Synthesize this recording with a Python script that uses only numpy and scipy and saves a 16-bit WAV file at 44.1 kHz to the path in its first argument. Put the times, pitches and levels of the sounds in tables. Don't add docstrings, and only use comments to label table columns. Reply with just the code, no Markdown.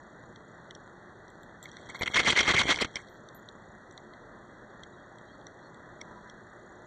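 import sys
import numpy as np
from scipy import signal
from scipy.fft import rfft, irfft, next_fast_len
from scipy.io import wavfile
from scipy.ndimage import uniform_filter1d, map_coordinates

SR = 44100
rng = np.random.default_rng(int(sys.argv[2]) if len(sys.argv) > 2 else 0)


def store_wav(level_fs):
    pcm = np.round(np.clip(np.atleast_2d(level_fs), -1, 1) * 32767)
    wavfile.write(sys.argv[1], SR, pcm.T.astype(np.int16))


def undo_db(level):
    steps = np.asarray(level, float) / 20
    return 10 ** steps


N = 302568

# [f/Hz, level/dB]
RAIN_TONE = [(12, -45), (25, -8.5), (115, -5.5), (350, -3), (1050, -7.5), (1900, -7), (2300, -23),
             (3300, -24.5), (4400, -28), (5600, -29), (7000, -31.5), (8500, -36.5), (10000, -38.5),
             (14000, -70)]
# [t/s, level/dB]
RAIN_LEVEL = [(0, -51), (1.5, -50.5), (3.2, -51), (4.5, -51), (5.7, -50), (6.86, -50.5)]
# [f/Hz, width/Hz, level/dB]
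MACHINE_HUM = [(115.6, 16, -64.5), (168.2, 16, -66), (215.2, 7.4, -65), (356.7, 9.9, -65), (601.1, 27, -66)]
# [t/s, level/dB]
WHINE_LEVEL = [(5.62, -94.5), (5.7, -66.5), (6.27, -61.5), (6.35, -97.5)]
# [t/s, level/dB]
TRILL_LEVEL = [(0, -82), (.8, -85.5), (1.6, -84.5), (3.1, -83.5), (3.4, -78.5), (4.2, -85.5), (5.2, -82.5),
               (6, -85), (6.86, -80.5)]
TRILL_RATE_HZ, TRILL_START_S = 31.24, 3.197

# [t/s, peak level/dB, low ring level/dB, high ring level/dB]
BUCKLE_TICKS = [(0.3603, -40.5, -5, -9.5), (0.709, -33, -8, -8.5), (0.7509, -38, -27, 1),
                (1.281, -47.5, -13, -4.5), (1.6564, -37.5, 2, -12.5), (1.716, -44.5, -17, 4),
                (1.7686, -34, -2.5, -6), (2.2112, -34, -6.5, -17), (2.2184, -40, -2.5, -22.5),
                (2.7597, -22, -11.5, -6), (2.957, -24, -3, 0), (3.0857, -45, -1.5, -6),
                (3.9583, -59.5, -17.5, -16), (4.1367, -43, 0.5, -23.5), (4.8349, -33.5, -9.5, -10),
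                (5.414, -48.5, -9, -26), (6.014, -34, -1, 1), (6.2981, -38.5, -9, -2.5)]
# [t/s, peak level/dB, low ring level/dB, high ring level/dB]
RING_TICKS = [
    (3.288, -42.5, -20, -1.5),
    (3.4883, -36, -31.5, -11.5),
    (3.911, -53, -8.5, 5.5),
    (3.9777, -35, -7, -8),
    (5.468, -42, -4.5, 3),
]
# [t/s, peak level/dB, low ring level/dB, high ring level/dB]
SNAP_TICKS = [
    (1.3023, -54.5, -7.5, 4),
    (1.4328, -49, -12.5, -1.5),
    (1.628, -40.5, -12, 5),
    (1.640, -49.5, -15, 8.5),
    (1.8134, -54.5, -5, 1.5),
    (1.9, -44.5, -10, 6.5),
    (3.347, -57, -21, 5),
    (3.925, -58, -24, 8),
    (5.1852, -46.5, -1, -5.5),
    (5.7447, -49, -1, -4.5),
]
# [first ring f/Hz, second ring f/Hz]
GEAR_PITCHES = [
    (3340, 5733),
    (3783, 6013),
    (3415, 7396),
]
CRACK = 5

# [t/s, level/dB, time to fade by 60 dB/s]
TAG_TOUCHES = [(.708, -79, 0.023), (1.30, -80.5, .15), (1.425, -73, 0.061), (1.629, -62, 0.095),
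               (1.96, -66.5, 0.086), (1.99, -55, 0.1), (2.03, -69, 0.053), (2.08, -61.5, .06),
               (2.12, -66.5, .08), (2.684, -53.5, 0.068), (2.804, -55.5, 0.075), (2.957, -58.5, 0.0274),
               (3.001, -88.5, 0.21), (3.09, -69.5, 0.25), (3.33, -85, .1), (3.346, -54, 0.114),
               (4.834, -82, 0.021), (5.468, -77.5, 0.017)]
# [f/Hz, level/dB]
TAG_PITCHES = [(11800, -3), (12050, -2), (12450, -11.5), (12800, -5.5)]
SIDE_LOSS_DB = 0.02

# [t/s, level/dB]
SCUFF_LEVEL = [(1.55, -107.5), (1.64, -58.5), (2.05, -52), (2.2, -36.5), (2.6, -37), (2.855, -41.5),
               (2.868, -55.5), (3.0, -58), (3.5, -89.5)]
# [f/Hz, level/dB]
STRAP_TONE = [(500, -37), (1500, -10), (2700, -7), (5000, -3.5), (8000, -1), (10500, -18.5)]
# [f/Hz, width/Hz, level/dB]
HOUSING_RINGS = [(296.5, 622, -15), (1526, 1425, -10.5), (2123.6, 130.1, 2), (3231, 166.4, -6),
                 (4458, 540, -16.5), (5678, 220, -16.5), (7465, 1790, -25.5)]
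# [f/Hz, level/dB]
THUMP_TONE = [(20, -27), (60, -2.5), (130, -4.5), (330, -5), (900, -14), (2000, -37.5), (4000, -40.5)]
# [t/s, length/s, chatter level/dB, wind-up/s, rebound level/dB]
SHAKE_STROKES = [
    (2.157, 0.04486, -20.5, .012, -44.5),
    (2.268, 0.0374, -19.5, 0.0287, -22.5),
    (2.371, 0.039, -18.5, 0.02, -27.5),
    (2.475, .042, -20, 0.0163, -37.5),
    (2.563, 0.0522, -21.5, .008, -36.5),
    (2.689, 0.03547, -19.5, .026, -35),
    (2.806, 0.02193, -24, 0.0096, -44.5),
]
WIND_UP_DB, WIND_UP_THUMP_DB, STROKE_THUMP_DB = -5.5, -24.5, -13
SWELL_S = 0.0013
REBOUND_GAP_S, REBOUND_S, REBOUND_THUMP_DB = .018, 0.0055, 1.5
# [t/s, length/s, chatter level/dB, thump level/dB]
LOOSE_KNOCKS = [(1.889, 0.0165, -43, -49.5), (1.941, .022, -41.5, -74.5), (2.01, .002, -33, -29.5),
                (2.017, 0.0064, -28.5, -32), (2.031, 0.0034, -30, -33.5), (2.059, 0.0015, -31, -47.5),
                (2.066, 0.0026, -31.5, -51), (2.074, 0.00526, -26.5, -33), (2.136, 0.008, -34.5, -41.5),
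                (2.142, .003, -27, -33.5), (2.23, 0.0085, -37.5, -35.5), (2.247, .006, -41.5, -38.5),
                (2.362, 0.0025, -26.5, -29.5), (2.452, .010, -30.5, -59), (2.538, 0.0151, -25.5, -24.5),
                (2.787, .005, -33.5, -47.5), (2.845, 0.00333, -28, -43.5), (2.955, 0.0027, -40.5, -34.5),
                (2.963, 0.00846, -33.5, -47.5), (2.981, 0.0208, -51.5, -64.5)]

# [t/s, length/s, start f/Hz, end f/Hz, level/dB]
BIRD_NOTES = [
    (4.92, 0.039, 3900, 3830, -72),
    (4.977, 0.047, 3280, 3340, -74),
    (5.251, 0.058, 3960, 4027, -74.5),
    (5.258, 0.0714, 3150, 3340, -70.5),
    (5.31, 0.053, 4380, 4330, -72.5),
    (5.604, 0.04, 4050, 4100, -78),
    (5.634, 0.052, 4410, 4220, -69.5),
]
# [low f/Hz, high f/Hz, threshold level/dB]
MUTED_BANDS = [(2025, 2277, -51.5), (2260, 2600, -44.5), (2452, 2960, -44.5), (2884, 3190.2, -50.5),
               (4561.5, 5527, -47)]
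TOP_HZ = 9350


def unit(x):
    return x / np.sqrt(np.mean(x ** 2) + 1e-20)


def level_curve(rows):
    t, level_db = np.transpose(rows)
    return np.interp(np.arange(N) / SR, t, level_db)


def wobble(rate):
    return map_coordinates(rng.standard_normal(int(N * rate / SR) + 4), [np.arange(N) * rate / SR])


def filtered(x, response):
    m = next_fast_len(N + 8192)
    return irfft(rfft(x, m) * response(np.fft.rfftfreq(m, 1 / SR)), m)[..., :N]


def coloured(x, points):
    f, v = np.transpose(points)
    return unit(filtered(x, lambda hz: undo_db(np.interp(np.log(hz + 1), np.log(f + 1), v))))


def resonant(x, modes):
    def response(f):
        total = 0
        for k, (centre, width, db) in enumerate(modes):
            spread = 1j * f * width
            total = total + (-1) ** k * undo_db(db) * spread / (centre ** 2 - f ** 2 + spread)
        return total
    return filtered(x, response)


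def knocks(rate, scatter_db):
    chance, side, size = rng.random((3, N))
    return (chance < rate / SR) * np.sign(side - .5) * undo_db(-scatter_db * np.log(size + 0.0022))


def rain():
    drops = rng.standard_normal(N) + 0.255 * unit(knocks(980, scatter_db=6))
    z = signal.stft(drops, nperseg=512)[2]
    patches = uniform_filter1d(rng.standard_normal(z.shape), size=6, axis=0)
    patches = uniform_filter1d(patches, size=12, axis=1)
    hiss = signal.istft(z * undo_db(1.117 * unit(patches)), nperseg=512)[1][:N]
    return coloured(hiss, RAIN_TONE) * undo_db(level_curve(RAIN_LEVEL) - 1.5 + 0.33 * wobble(3.905))


def far_machines():
    hum = np.zeros(N)
    for hz, width_hz, db in MACHINE_HUM:
        hum += undo_db(db) * unit(resonant(rng.standard_normal(N), [(hz, width_hz, 0)]))
    whine = unit(resonant(rng.standard_normal(N), [(988, 7.3, 0)]))
    return hum + undo_db(level_curve(WHINE_LEVEL)) * whine


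def insect():
    t = np.arange(N) / SR
    cycle = ((t - TRILL_START_S) * TRILL_RATE_HZ + 0.054 * wobble(26)) % 1
    pitch_hz = 6700 + 900 * cycle + 170 * wobble(600)
    pulse = np.sin(np.pi * np.clip(cycle / 0.555, 0, 1)) ** 2
    flutter_db = 2.6 * wobble(13)
    tone = np.sin(2 * np.pi * np.cumsum(pitch_hz) / SR)
    return undo_db(level_curve(TRILL_LEVEL) + 16.0 + flutter_db) * pulse * tone


def ticks():
    out, t = np.zeros(N), np.arange(SR // 20) / SR
    for touches, (first_hz, second_hz) in zip((BUCKLE_TICKS, RING_TICKS, SNAP_TICKS), GEAR_PITCHES):
        for s, db, low_db, high_db in touches:
            modes = [(2110, 260, low_db), (first_hz, 700, -4), (3900, 1500, -4),
                     (second_hz, 650, high_db), (7100, 2800, high_db - 3.0)]
            burst = rng.standard_normal(len(t)) * undo_db(-60 * t / .008) * (1 - np.exp(-t / .0003))
            burst[0] = CRACK
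            for hz, width_hz, mode_db in modes:
                edges = [hz - width_hz / 2, hz + width_hz / 2]
                band = signal.butter(N=2, Wn=edges, btype="band", fs=SR, output="sos")
                ring = signal.sosfilt(band, burst)
                out[round(s * SR):][:len(t)] += undo_db(db + mode_db) * ring / np.abs(ring).max()
    return out


def tags():
    out, t = np.zeros(N + SR), np.arange(SR // 4) / SR
    main_hz = TAG_PITCHES[1][0]
    for s, db, t60 in TAG_TOUCHES:
        drift = np.cumsum(rng.standard_normal((len(TAG_PITCHES), len(t))), axis=1) * .035
        ring = np.zeros(len(t))
        for (hz, level_db), phase in zip(TAG_PITCHES, drift):
            fade_db = level_db + rng.normal(0, 2) - SIDE_LOSS_DB * abs(hz - main_hz) * t
            ring += undo_db(fade_db) * np.sin(2 * np.pi * hz * t + phase)
        out[round(s * SR):][:len(t)] += undo_db(db - 60 * t / t60) * (1 - np.exp(-t / 0.0012)) * ring
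    fluttering = out[:N] * undo_db(4 * wobble(170))
    return filtered(fluttering, lambda hz: np.exp(-((hz - 12300) / 650) ** 2) * (hz > 11100))


def blows():
    rows = [row + (0,) for row in LOOSE_KNOCKS]
    for s, length, db, wind_up, rebound_db in SHAKE_STROKES:
        rows.append((s - wind_up, wind_up, db + WIND_UP_DB, db + WIND_UP_THUMP_DB, wind_up))
        rows.append((s, length, db, db + STROKE_THUMP_DB, SWELL_S))
        back_s = s + length + REBOUND_GAP_S
        rows.append((back_s, REBOUND_S, rebound_db, rebound_db + REBOUND_THUMP_DB, 0))
    return rows


def swings(column, rise, fall):
    t, out = np.arange(N) / SR, np.zeros(N)
    for row in blows():
        start, length, swell = row[0], row[1], row[4]
        part = slice(int((start - .01) * SR), int((start + length + .05) * SR))
        u = t[part] - start
        attack = np.clip(u / (rise + swell), 0, 1)
        release = np.exp(-np.maximum(u - length, 0) / (fall + 0.0838 * length))
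        out[part] += undo_db(row[column]) * attack * release
    return out


def rattled(rate, scatter_db, blotch_db):
    drive, ring = knocks(rate, scatter_db), np.zeros(N)
    for k, mode in enumerate(HOUSING_RINGS):
        ring += resonant(drive * undo_db(blotch_db * wobble(120)), [mode]) * (-1) ** k
    return unit(ring / np.abs(uniform_filter1d(ring ** 2, size=350)) ** .35)


def shake():
    scuff_db = level_curve(SCUFF_LEVEL)
    chatter = rattled(5000, scatter_db=2.5, blotch_db=4) * swings(column=2, rise=.001, fall=.0028)
    chatter *= undo_db(2.2 * wobble(200))
    scuff = rattled(1500, scatter_db=3.5, blotch_db=4.0) * undo_db(scuff_db + 2.84 * wobble(90))
    rub = coloured(knocks(3000, scatter_db=0.5), STRAP_TONE)
    rub *= undo_db(scuff_db - 16.5 + 6.45 * wobble(39.766))
    thump = coloured(knocks(260, scatter_db=5.0), THUMP_TONE)
    thump *= swings(column=3, rise=0.0047, fall=0.00225) + undo_db(scuff_db - 8.5)
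    return chatter + scuff + rub + thump


def bird():
    out = np.zeros(N)
    for s, length, from_hz, to_hz, db in BIRD_NOTES:
        u = np.linspace(0, 1, round(length * SR))
        pitch_hz = from_hz + (to_hz - from_hz) * u
        waver = np.cumsum(rng.normal(0, .05, len(u)))
        whistle = np.sin(2 * np.pi * np.cumsum(pitch_hz) / SR + waver)
        out[round(s * SR):][:len(u)] += undo_db(db + 5) * np.sqrt(np.sin(np.pi * u)) * whistle
    return out


def scene():
    near = rain() + far_machines() + insect() + ticks() + shake() + bird()
    near = filtered(near, lambda hz: hz < 10900)
    return (near + tags())[None]


def overload(x):
    x = x / (1 + np.abs(x / .135) ** 3) ** (1 / 3)
    return filtered(x, lambda hz: 1 / (1 - (hz / 5600) ** 2 + 1.1j * hz / 5600) * (hz < 10400))


def mute_weak_bands(x):
    hz, _, z = signal.stft(x[0], SR, nperseg=1024)
    for low_hz, high_hz, threshold_db in MUTED_BANDS:
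        band = (hz > low_hz) & (hz < high_hz)
        level_db = 10 * np.log10(np.sum(np.abs(z[band]) ** 2, axis=0) + 1e-12)
        level_db = np.maximum(level_db, np.roll(level_db, 1) + 4)
        z[band] *= undo_db(np.clip(4 * (level_db - threshold_db), -32, 0))
    busy = np.abs(z).sum(axis=0) > .12
    flicker_hz = 330 * np.repeat(rng.standard_normal(z.shape[1]), 2)[:z.shape[1]]
    top_hz = np.where(busy, 9800 + 0.5 * flicker_hz, TOP_HZ + flicker_hz)
    z *= np.where(hz[:, None] < top_hz, 1, undo_db(-34.5))
    return signal.istft(z, SR, nperseg=1024)[1][None, :N]


def roll_off(x):
    return signal.sosfilt(signal.butter(12, 14180, fs=SR, output="sos"), x)


def record(dry):
    high = filtered(dry, lambda hz: hz > 11000)
    low = mute_weak_bands(overload(dry - high))
    return roll_off(low + high)


dry = scene()
out = record(dry)
store_wav(out)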